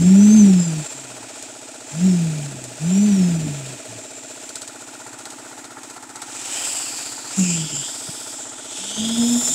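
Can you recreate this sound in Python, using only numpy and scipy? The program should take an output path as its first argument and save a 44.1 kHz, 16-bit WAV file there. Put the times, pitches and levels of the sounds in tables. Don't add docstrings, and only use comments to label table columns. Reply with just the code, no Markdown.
import sys
import numpy as np
from scipy import signal
from scipy.fft import rfft, irfft, next_fast_len
from scipy.io import wavfile
from scipy.ndimage import uniform_filter1d

SR = 44100
rng = np.random.default_rng(int(sys.argv[2]) if len(sys.argv) > 2 else 0)


def digitize_waveform(pressure):
    field = np.atleast_2d(pressure).T
    bounded = np.clip(field, -1, 1)
    quanta = np.round(bounded * 32767).astype(np.int16)
    wavfile.write(sys.argv[1], SR, quanta)


N = 420713

# pitch_hz, relative_db
METAL_SPECTRUM = [(500, -10.5), (2800, -7), (4300, 2), (5500, -1.5), (6600, 4), (8000, 7.5), (9500, -4.5),
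                  (15000, -23)]
TRIGGER_PULLS = [(-0.16, 0.369, 217, -35, -37.5, -37, -35, 5.5, 28),
                 (1.835, 2.064, 190.6, -35, -38, -37, -40, 6.5, 28),
                 (2.745, 3.062, 211.3, -37, -38, -36, -37.5, 4.3, 28),
                 (6.15, 6.679, 218.9, -31, -37.5, -36.5, -49, 12, 24),
                 (7.27, 7.358, 196.2, -32.5, -42, -35, -29, 5, 40),
                 (8.58, 9.52, 244, -32, -49, -47, -38.5, 10.3, 44)]
GEAR_RATIO = 7.34


def undb(db):
    return np.exp(np.asarray(db) * (np.log(10) / 20))


def unit(x):
    return x / np.sqrt(np.mean(np.square(x)))


def clock():
    return np.arange(N) / SR


def curves(table):
    s, *columns = np.transpose(table)
    return [np.interp(clock(), s, column) for column in columns]


def noise():
    return rng.standard_normal(N)


def walk(rate):
    step = max(int(SR / rate), 2)
    targets = np.repeat(rng.standard_normal(N // step + 1), step)
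    smooth = uniform_filter1d(uniform_filter1d(targets, step), step)
    return unit(smooth[:N])


def colour(x, points):
    hz, db = np.transpose(points)
    size = next_fast_len(N)
    f = np.maximum(np.fft.rfftfreq(size, 1 / SR), 1)
    gain = undb(np.interp(np.log(f), np.log(hz), db))
    return unit(irfft(rfft(x, size) * gain, size)[:N])


def turns(hz):
    return np.cumsum(hz) / SR


def bell(distance, half):
    return np.exp(-.5 * (distance / half) ** 2)


def noise_band(hz, width_hz):
    lowpass = signal.butter(2, width_hz / 2, fs=SR, output="sos")
    sway = signal.sosfilt(lowpass, noise() + 1j * noise())
    return unit(np.real(sway * np.exp(2j * np.pi * turns(hz))))


def site_air():
    # pitch_hz, relative_db
    air_spectrum = [(25, -24), (60, -5), (110, -4), (180, -14), (400, 17), (1500, -8), (12000, -22)]
    return undb(-60.5 + 0.83 * walk(2.1)) * colour(noise(), air_spectrum)


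def from_place(cycle, place):
    return (cycle - place + .5) % 1 - .5


def tap(cycle, place, decay):
    return np.exp(-((cycle - place) % 1) / decay)


def engine():
    # time_s, cycles_per_s
    engine_rate = [(0, 15.66), (1, 15.61), (2.7, 15.6), (3.5, 15.76), (4.4, 15.62), (5.3, 15.62),
                   (6.2, 15.52), (7.2, 15.74), (8.2, 15.66), (9.54, 15.7)]
    # time_s, clatter_db, valve_tick_db, exhaust_drone_db
    engine_levels = [(0, -48, -34, -43), (1.5, -50.5, -39, -46.5), (3, -51.5, -39.5, -43.5),
                     (4.1, -54.5, -41, -44), (4.7, -46.5, -33, -49), (5.5, -43, -37, -50),
                     (6.6, -43.5, -37, -59.5), (7.8, -44, -34.5, -48.5), (8.6, -45, -34, -47.5),
                     (9.54, -40, -45, -39.5)]
    # place in the cycle (0-1), half_length_s, pitch_hz, level_db
    thud_table = [(0.91, 0.0039, 297, -36), (0.57, 0.0031, 297, -39), (.39, 0.0015, 342.6, -38),
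                  (0.36, 0.0092, 117.2, -52), (0.19, 0.0078, 845, -47)]
    # pitch_hz, relative_db
    block_spectrum = [(60, -30), (120, -10), (180, -20), (280, -1.5), (400, -6), (520, -24.5), (700, -1.5),
                      (860, 1.5), (1100, -6), (1380, -2), (1650, -8), (1900, -5.5), (2400, -16),
                      (6000, -65)]
    # pitch_hz, relative_db
    exhaust_spectrum = [(80, -19), (120, -1.5), (180, -50.5), (260, 0), (350, 0), (480, -1), (560, -7.5),
                        (625, 9.5), (760, -10), (1100, -39), (3000, -43)]

    rate, = curves(engine_rate)
    clatter_db, tick_db, drone_db = curves(engine_levels)
    cycle = turns(rate)
    count = int(SR / rate[0])

    def thud(place, half_s, hz):
        distance = from_place(cycle, place)
        ring = np.sin(2 * np.pi * hz * (distance + place) / rate)
        return undb(1.1 * walk(16)) * bell(distance, half_s * rate) * ring

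    def churn(fresh):
        repeated = rng.standard_normal(count)[(cycle % 1 * count).astype(int)]
        return repeated + fresh * noise()

    thuds = sum(undb(db) * thud(place, half_s, hz) for place, half_s, hz, db in thud_table)
    valve = undb(tick_db) * thud(.485, .0016, 1390)
    blows = 0.64 + 1.27 * tap(cycle, .2, 0.29) * undb(3.0 * walk(16))
    clatter = undb(clatter_db) * colour(blows * churn(fresh=1.43), block_spectrum)
    puffs = 0.8 + bell(from_place(cycle, 0.48), 0.14)
    drone = undb(drone_db) * colour(churn(fresh=0.4) * puffs, exhaust_spectrum)
    strikes = uniform_filter1d(tap(cycle, .215, .15) + .6 * tap(cycle, .37, .1), size=260)
    jingle = undb(-47) * colour(noise() * strikes * undb(2 * walk(16)), METAL_SPECTRUM)
    return thuds + valve + clatter + drone + jingle


def rattles():
    # time_s, level_db before the 5 dB trim
    rattle_hits = [(1.3573, -32), (1.425, -26.5), (2.6404, -25.5), (4.4915, -25), (4.556, -20.5),
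                   (4.6179, -24), (4.6765, -26.5), (5.188, -30.5), (5.255, -25.5), (5.303, -27.5),
                   (5.8326, -30), (6.0252, -32), (6.1578, -26.5), (6.2186, -22.5), (7.365, -25),
                   (7.393, -19.5)]
    strength = np.zeros(N)
    for s, db in rattle_hits:
        first = int(s * SR)
        age = clock()[:max(N - first, 0)][:4000]
        crack, tail = np.exp(-age / 0.0046), 0.29 * np.exp(-age / 0.03)
        strength[first:][:len(age)] += undb(db - 5) * (crack + tail)
    return strength * colour(noise(), METAL_SPECTRUM)


def knocks():
    # time_s, level_db, pitch_hz
    knock_hits = [(4.56, -43, 119.9), (7.391, -20, 203), (8.094, -26, 151.4)]
    t = clock()
    return sum(undb(db) * bell(t - s, 0.0039) * np.sin(2 * np.pi * hz * (t - s))
               for s, db, hz in knock_hits)


def shaft_speed():
    rest_hz, spin_up_s = 100, 0.25
    drag_per_turn = 0.00465
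    t = clock()
    hz = np.full(N, float(rest_hz))
    for on, off, peak_hz, *_ in TRIGGER_PULLS:
        start_hz = np.interp(on, t, hz)
        powered_s = np.clip(t - on, 0, off - on)
        rise = np.expm1(-powered_s / spin_up_s) / np.expm1(-(off - on) / spin_up_s)
        coast = 1 + drag_per_turn * peak_hz * np.maximum(t - off, 0)
        hz = np.where(t >= on, (start_hz + (peak_hz - start_hz) * rise) / coast, hz)
    return hz


def motor_levels(hz):
    REFERENCE_HZ = 200
    regrip_s = 0.2
    fan_growth, squeal_growth = 3, 4
    ends = [pull[0] for pull in TRIGGER_PULLS[1:]] + [N / SR]
    held = []
    for pull, end in zip(TRIGGER_PULLS, ends):
        held += [(pull[0] + regrip_s, *pull[3:]), (end, *pull[3:])]
    brush_db, air_db, squeal_db, whine_db, growth, whine_growth = curves(held)
    octaves = np.log2(hz / REFERENCE_HZ)
    return (brush_db + growth * octaves, air_db + (growth + fan_growth) * octaves,
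            squeal_db + (growth + squeal_growth) * octaves, whine_db + whine_growth * octaves)


def shaking(hz):
    # start_s, end_s, hum_db, rumble_db (before response and trims)
    contacts = [(-0.1, 0.633, -8, -46), (0.656, 0.825, -11, -51), (0.952, 1.35, -20, -58),
                (1.923, 2.018, -14.5, -50.5), (2.02, 2.752, -10.5, -48), (2.804, 3.17, -13, -49),
                (3.183, 3.76, -10.5, -47.5), (3.891, 4.0, -5.5, -47.5), (7.387, 7.457, -13.5, -45.5),
                (7.467, 7.668, -16.5, -48.5), (7.712, 7.83, -18.5, -48), (8.79, 8.97, -45, -74),
                (8.98, 9.166, -24.5, -52), (9.179, 9.393, -18.5, -47), (9.42, 9.6, -38, -53)]
    # shaft_hz, hum_gain_db, rumble_gain_db
    response = [(100, -40, -18), (126, -31.5, -13), (150.6, -13.5, -3.5), (179.4, -4.5, -2),
                (190, -1, -0.5), (244, 1.5, -2)]
    press_s, lift_s = 0.035, 0.053
    t, force, shake = clock(), 0, 0
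    for start, end, hum_db, rumble_db in contacts:
        pressed = np.clip(np.minimum((t - start) / press_s, (end - t) / lift_s) + .5, 0, 1)
        force = force + undb(hum_db) * pressed
        shake = shake + undb(rumble_db) * pressed
    speeds, hum_gain_db, rumble_gain_db = np.transpose(response)
    force = force * undb(np.interp(hz, speeds, hum_gain_db) + 0.8 * walk(22))
    shake = shake * undb(np.interp(hz, speeds, rumble_gain_db) + 2.4 * walk(14))
    return force, shake


def hum(hz, force, shake):
    # multiple of shaft speed, relative_db
    hum_orders = [(2, 4), (3, -5), (4, -16)]
    # pitch_hz, relative_db
    board_spectrum = [(200, -35), (300, -5.5), (380, 0), (425, -6.5), (480, -3), (560, -7), (1000, 5)]
    # pitch_hz, relative_db
    rumble_spectrum = [(25, -15), (70, -8.5), (140, 1), (280, 2.5), (400, -8.5), (600, -25), (1200, -53),
                       (3000, -50)]
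    angle = 2 * np.pi * turns(hz * (1 + 0.0042 * walk(45)))
    tone = np.sqrt(2) * force * undb(.35 * walk(60)) * np.sin(angle)
    overtones = sum(undb(db) * noise_band(round(k) * hz, width_hz=31.7) for k, db in hum_orders)
    buzz = undb(-42.5) * colour(force ** .5 * overtones, board_spectrum)
    rumble = undb(15.5) * shake * colour(noise(), rumble_spectrum)
    return tone + buzz + rumble


def whine(hz, db):
    # multiple of armature speed, relative_db
    whine_orders = [(2, -17), (3, 0.5), (4, 8.5), (5, 8.5)]
    # pitch_hz, relative_db
    case_spectrum = [(1800, -6), (2600, 11.5), (3300, 3), (3900, -18), (4650, 4.5), (5350, 6), (5750, 2.5),
                     (6350, 5), (6800, 2), (7400, 3.5), (8100, -5), (9000, -8)]
    from_hz, fade_hz = 145, 7.7
    angle = 2 * np.pi * turns(GEAR_RATIO * hz * (1 + .006 * walk(450)))
    tones = sum(undb(order_db + 3 * walk(40) + 2 * walk(12)) * np.sin(round(k) * angle)
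                for k, order_db in whine_orders)
    fast_enough = 1 / (1 + np.exp((from_hz - hz) / fade_hz))
    return undb(db) * fast_enough * colour(tones, case_spectrum)


def hiss(brush_db, air_db):
    # pitch_hz, relative_db
    brush_spectrum = [(2000, -19), (2450, -11), (2900, -13), (3600, -8.5), (4400, -10.5), (5450, -5.5),
                      (6100, -5), (6900, 0), (7300, -2.5), (7700, 1.5), (8100, 2), (8800, -7), (10500, -18),
                      (15000, -42)]
    # pitch_hz, relative_db
    fan_spectrum = [(200, -27), (400, -2), (700, 8.5), (1100, -1), (1850, 3), (2150, 0.5), (2450, 7.5),
                    (2800, 2.5), (4000, -0.5), (8000, -18)]
    # pitch_hz, relative_db
    spray_spectrum = [(6000, -20), (9500, 9.5), (11500, 1.5), (15000, -4)]
    # two lists of time_s, level_db before trim
    spray_levels = [
        [(0.0, -54), (0.27, -47), (1.81, -82), (2.04, -54), (2.78, -64), (2.97, -50), (4.02, -67), (4.29, -69),
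         (4.3, -60)],
        [(6.3, -59), (6.68, -38.5), (7.35, -53), (7.39, -43), (7.48, -49), (8.32, -47), (8.5, -64), (9.42, -36),
         (9.54, -38)],
    ]
    spray_db, = curves(np.concatenate(spray_levels))
    brush = undb(brush_db) * colour(noise(), brush_spectrum)
    air = undb(air_db) * colour(noise(), fan_spectrum)
    spray = undb(spray_db + 1.3) * colour(noise(), spray_spectrum)
    return brush + air + spray


def brush_squeal(squeal_db):
    # middle_s, half_length_s, level_db
    squeal_flares = [(0.636, 0.051, -29), (0.928, 0.046, -37.5), (2.98, 0.07, -35), (6.684, 0.05, -35.5),
                     (7.529, 0.038, -30), (7.77, 0.05, -28.5), (8.445, 0.05, -36.5), (9.32, 0.065, -33),
                     (9.469, 0.07, -27)]
    t = clock()
    flares = sum(undb(db) * bell(t - s, half) for s, half, db in squeal_flares)
    steady = undb(squeal_db - 2.5 + 3.0 * walk(9))
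    return np.hypot(steady, flares) * noise_band(7300 + 45 * walk(9), width_hz=173)


def lifted():
    raised_s, raise_s = 6.22, 0.34
    return np.clip((clock() - raised_s) / raise_s, 0, 1)


def raised_rasp(hz):
    # time_s, pitch_hz, level_db before trim
    lower_band = [(6.25, 3000, -51), (6.33, 2620, -43), (6.43, 2945, -42.5), (6.69, 2970, -36),
                  (7.0, 2620, -45), (7.23, 3390, -59), (7.32, 2810, -51), (7.47, 2620, -34),
                  (7.65, 3260, -34), (7.76, 2997, -37), (7.84, 3280, -33), (7.96, 3460, -43.5),
                  (8.58, 3340, -46.5), (9.03, 3380, -29), (9.45, 3560, -37), (9.54, 3540, -36)]
    middle_band = [(6.25, 5200, -52), (6.28, 5200, -54), (6.71, 5040, -31), (7.27, 4500, -39.5),
                   (7.38, 5560, -43), (7.48, 5050, -33), (8.36, 5040, -41.5), (8.52, 5180, -65),
                   (9.4, 5220, -38), (9.54, 5450, -39)]
    upper_band = [(6.25, 7490, -50), (6.7, 7760, -21.5), (6.91, 7540, -29), (7.32, 7390, -39),
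                  (7.4, 7130, -21), (7.6, 7610, -25), (7.71, 7380, -34), (7.74, 7360, -25),
                  (8.11, 7960, -35), (8.47, 7460, -33.5), (8.55, 7450, -38.5), (9.06, 7487, -35),
                  (9.47, 7200, -21), (9.54, 7360, -20)]
    low_hz, low_db = curves(lower_band)
    mid_hz, mid_db = curves(middle_band)
    top_hz, top_db = curves(upper_band)
    rasp = undb(low_db - 2.0) * noise_band(low_hz, width_hz=630)
    rasp += undb(mid_db - 3.0) * noise_band(mid_hz, width_hz=790)
    rasp += undb(top_db - 4.0) * noise_band(top_hz, width_hz=990)
    armature_hz = 2 * GEAR_RATIO * hz
    in_band = 1 / (1 + ((armature_hz - low_hz) / 450) ** 2)
    rasp += undb(low_db - 4) * in_band * noise_band(armature_hz, width_hz=170)
    return lifted() * rasp


def motor(hz, brush_db, air_db, squeal_db):
    scrape = undb(0.39 * np.sin(2 * np.pi * turns(hz)) + 1.04 * walk(130) + 0.5 * walk(9))
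    return scrape * (hiss(brush_db, air_db) + brush_squeal(squeal_db) + raised_rasp(hz))


def vibrator():
    hz = shaft_speed()
    brush_db, air_db, squeal_db, whine_db = motor_levels(hz)
    force, shake = shaking(hz)
    return hum(hz, force, shake) + whine(hz, whine_db) + motor(hz, brush_db, air_db, squeal_db)


def scene():
    return (site_air() + engine() + rattles() + knocks() + vibrator())[None]


def record(dry):
    return signal.sosfilt(signal.ellip(10, .2, 80, 15600, fs=SR, output="sos"), dry)


dry = scene()
out = record(dry)
digitize_waveform(out)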